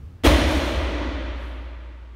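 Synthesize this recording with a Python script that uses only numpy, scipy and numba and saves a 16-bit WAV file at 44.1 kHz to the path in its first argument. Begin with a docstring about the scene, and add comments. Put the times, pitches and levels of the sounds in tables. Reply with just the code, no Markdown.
"""A large gym, one microphone within direct earshot of a barbell dropped on the matted floor.
The rubber plates touch down one after another and rattle on their sleeves; plates and bar ring, the hall
reverberates and its lowest modes boom on, beating. Dull knocks and faint rustles follow as the load
settles. Ventilation rumbles underneath, and the recorder's limiter holds the blow down."""
import sys
import numpy as np
from scipy import signal
from scipy.fft import rfft, irfft
from scipy.io import wavfile
from numba import njit

SR = 44100
rng = np.random.default_rng(int(sys.argv[2]) if len(sys.argv) > 2 else 0)


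def bounce(signal):
    """Save signal as a 16-bit WAV file at the path given by the first command-line argument."""
    frames = np.transpose(np.atleast_2d(signal))
    limited = np.clip(frames, -1, 1)
    pcm = np.round(limited * 32767).astype(np.int16)
    wavfile.write(sys.argv[1], SR, pcm)


N = 94815
TIME, BIN_HZ = np.arange(N) / SR, np.arange(N // 2 + 1) * SR / N
CONTACT_RISE_S = 0.00034


def undb(db):
    """Decibels to amplitude."""
    return 10 ** (np.asarray(db) / 20)


def along(hz, points, column=1):
    """One column of a table, read on a log-frequency axis."""
    table = np.array(points, float)
    return np.interp(np.log(hz + 1e-3), np.log(table[:, 0]), table[:, column])


def noise(db):
    """Noise of rms 1 with the given relative level at each frequency."""
    x = irfft(undb(db) * np.exp(2j * np.pi * rng.random(len(BIN_HZ))), N)
    return x / x.std()


def rise(seconds, start=0):
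    """A smooth onset."""
    return 1 - np.exp(-(np.maximum(TIME - start, 0) / seconds) ** 2)


def fade(t60, start=0):
    """Silence, then an exponential decay of 60 dB in t60 seconds."""
    return (TIME >= start) * np.exp(-np.log(1000) * np.maximum(TIME - start, 0) / t60)


def ventilation():
    """Room tone: the steady noise of moving air."""
    # air spectrum: f/Hz, relative level/dB
    colour = [(25, -19), (50, 4), (80, 1.5), (130, -9), (220, -15), (380, -16), (550, -25.5), (1200, -23.5),
              (2500, -30.5), (5000, -39), (9000, -49.5), (15000, -58)]
    return undb(-50) * noise(along(BIN_HZ, colour))


def rumble():
    """A low rumble, already in the hall, dies away."""
    # rumble spectrum: f/Hz, relative level/dB
    colour = [(25, -27), (50, -12), (78, 1), (105, -8), (150, -19), (400, -30), (2000, -63.5)]
    return undb(-37.5) * noise(along(BIN_HZ, colour)) * fade(t60=2.2)


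def ring_db():
    """The lift that the barbell's resonances give to each frequency."""
    # rubber plates (low, broad) and steel bar (high, narrow): f/Hz, width/Hz, lift/dB
    resonances = [(300.2, 138, 15.5), (555.3, 113, 10), (640, 99, 7), (750, 5.3, 4), (846, 4.7, 10.5),
                  (937, 60, 6.5), (1088, 17, 6.5), (1182, 45, 3), (1954, 50, 5.5), (2400, 30, 3.5),
                  (3040, 58, 5.5), (3430, 630, 5), (4110, 25, 6.5), (5750, 18, 9.5)]
    return sum(db / (1 + (2 * (BIN_HZ - hz) / width) ** 2) for hz, width, db in resonances)


def barbell():
    """Each contact cracks straight at the microphone, scatters off racks and floor and fills the hall."""
    # contacts of plates, floor and sleeves: t/s, level/dB
    contacts = [(0.236, -11), (0.2435, -3.5), (0.2476, -1.5), (0.2529, 0), (0.2638, 0), (0.2674, -4),
                (0.2761, -4), (.298, -10)]
    # spectrum of the direct crack: f/Hz, relative level/dB
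    colour = [(30, -7), (70, 7), (150, 3), (220, -2.5), (320, 7), (450, 5.5), (600, -4.5), (1100, 0.5),
              (2300, -2.5), (3300, -4), (4500, -11.5), (5300, -16), (7500, -17.5), (12000, -19.5),
              (16000, -22)]
    direct = undb(-20.5) * fade(t60=0.0093)
    scatter = undb(-13.5) * fade(t60=0.29)
    envelope = rise(CONTACT_RISE_S) * (direct + scatter)
    out = np.zeros(N)
    for start, db in contacts:
        crack = noise(along(BIN_HZ, colour) + ring_db()) * envelope
        i = int(start * SR)
        out[i:] += undb(db) * (crack + hall())[:N - i]
    return out


def hall(bands=28, build_s=0.013):
    """Diffuse reverberation: every band dies at its own rate, the top treble first."""
    # the hall's answer to a blow: f/Hz, relative level/dB, t60/s
    response = [(20, -40, 1.6), (38, 6.5, 3.2), (55, 6, 0.93), (73.5, 19, 1.7), (93, 10.5, 2.62),
                (116, -1.5, 1.68), (154, 2.5, 1.83), (190, -4.5, 2.35), (400, -3.5, 2.41), (770, -3, 2.23),
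                (1130, -5.5, 2.84), (2255, -5, 2.534), (3580, -11, 2.256), (4450, -12, 2.13),
                (4630, -15, 2.02), (6640, -16.5, 1.62), (7600, -24.5, 1.64), (9800, -18, 1),
                (10040, -23, 1.06), (16000, -27.5, 0.56)]
    spectrum = rfft(noise(along(BIN_HZ, response) + ring_db()))
    centres = np.geomspace(30, 16000, bands)
    tail = 0
    for hz, weights in zip(centres, np.eye(bands)):
        band = irfft(spectrum * np.interp(BIN_HZ, centres, weights), N)
        tail += band * fade(t60=along(hz, response, column=2))
    return undb(-14) * tail * (1 - np.exp(-TIME / build_s))


def clanks(t60=0.053):
    """The loose steel sleeves chatter against the bar in their bright resonances."""
    # sleeve strikes: t/s, level/dB
    strikes = [(0.2366, -28.5), (0.246, -25.5), (0.2644, -19.5)]
    # sleeve resonances: f/Hz, width/Hz, relative level/dB
    modes = [(3280, 420, 8), (5180, 210, -1.5), (6440, 520, -6.5)]
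    power = sum(undb(db) ** 2 / (1 + (2 * (BIN_HZ - hz) / width) ** 2) ** 2 for hz, width, db in modes)
    return sum(undb(db) * noise(10 * np.log10(power)) * rise(CONTACT_RISE_S, start) * fade(t60, start)
               for start, db in strikes)


def boom(start=0.268, build_s=0.018):
    """The weight sets the lowest modes swinging; they beat against each other."""
    # modes of floor and hall: f/Hz, relative level/dB, t60/s
    modes = [(57.6, -10.1, 1.1), (59.15, -14.8, 4.8), (62.9, -10, .5), (69.1, -7.1, 1.6),
             (72.7, -11.6, 1.9), (90.4, -24, 1.5)]
    age = np.maximum(TIME - start, 0)
    swing = sum(undb(db) * np.sin(2 * np.pi * hz * age) * fade(t60, start) for hz, db, t60 in modes)
    return undb(1) * rise(build_s, start) * swing


def knocks(rise_s=0.0025):
    """The plates settle on the mat with soft, dull knocks that ring them again."""
    # knocks on the mat: t/s, level/dB, t60/s
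    hits = [(.382, -11, 0.27), (1.012, -24, 0.36), (1.056, -27.5, 0.75)]
    # knock spectrum: f/Hz, relative level/dB
    colour = [(80, -26), (170, -11), (270, 1.5), (380, -17), (600, -12.5), (1200, -10), (2500, -22),
              (6000, -61)]
    spectrum_db = along(BIN_HZ, colour) + ring_db()
    return sum(undb(db) * noise(spectrum_db) * rise(rise_s, start) * fade(t60, start)
               for start, db, t60 in hits)


def rustles():
    """Faint bright rustles swell and die away in the hall as the load settles."""
    # rustles: t/s, level/dB, rise/s, t60/s
    swells = [(.45, -35, 0.073, 1.0), (.655, -44, 0.004004, 0.53), (1.35, -62, 0.094, 0.99)]
    # rustle spectrum: f/Hz, relative level/dB
    colour = [(2000, -23), (5000, -3), (9000, 0), (12000, -3), (16000, -9)]
    out = np.zeros(N)
    for start, db, rise_s, t60 in swells:
        envelope = np.clip((TIME - start) / rise_s, 0, 1) * fade(t60, start)
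        out += undb(db) * noise(along(BIN_HZ, colour)) * envelope
    return out


@njit
def follow(x, attack_s, release_s):
    """The limiter's peak follower, quick to rise and slow to fall."""
    out, level = np.empty(len(x)), 0.
    for i in range(len(x)):
        gap = abs(x[i]) - level
        level += gap / (SR * (attack_s if gap > 0 else release_s))
        out[i] = level
    return out


def scene():
    """The drop over the quiet of the gym, in mono at the microphone."""
    return (barbell() + clanks() + boom() + knocks() + rustles() + ventilation() + rumble())[None, :]


def record(dry):
    """The recorder's limiter ducks the blow and recovers slowly; peaks are rounded, the top is cut."""
    limit_db, ceiling, top_hz = -9, 0.53, 15650
    peak = follow(dry[0], attack_s=0.006, release_s=0.89)
    held = dry / np.maximum(peak / undb(limit_db), 1)
    rounded = held / (1 + (held / ceiling) ** 4) ** (1 / 4)
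    lowpass = signal.ellip(10, 0.2, 80, top_hz, fs=SR, output="sos")
    return signal.sosfilt(lowpass, rounded)


dry = scene()
out = record(dry)
bounce(out)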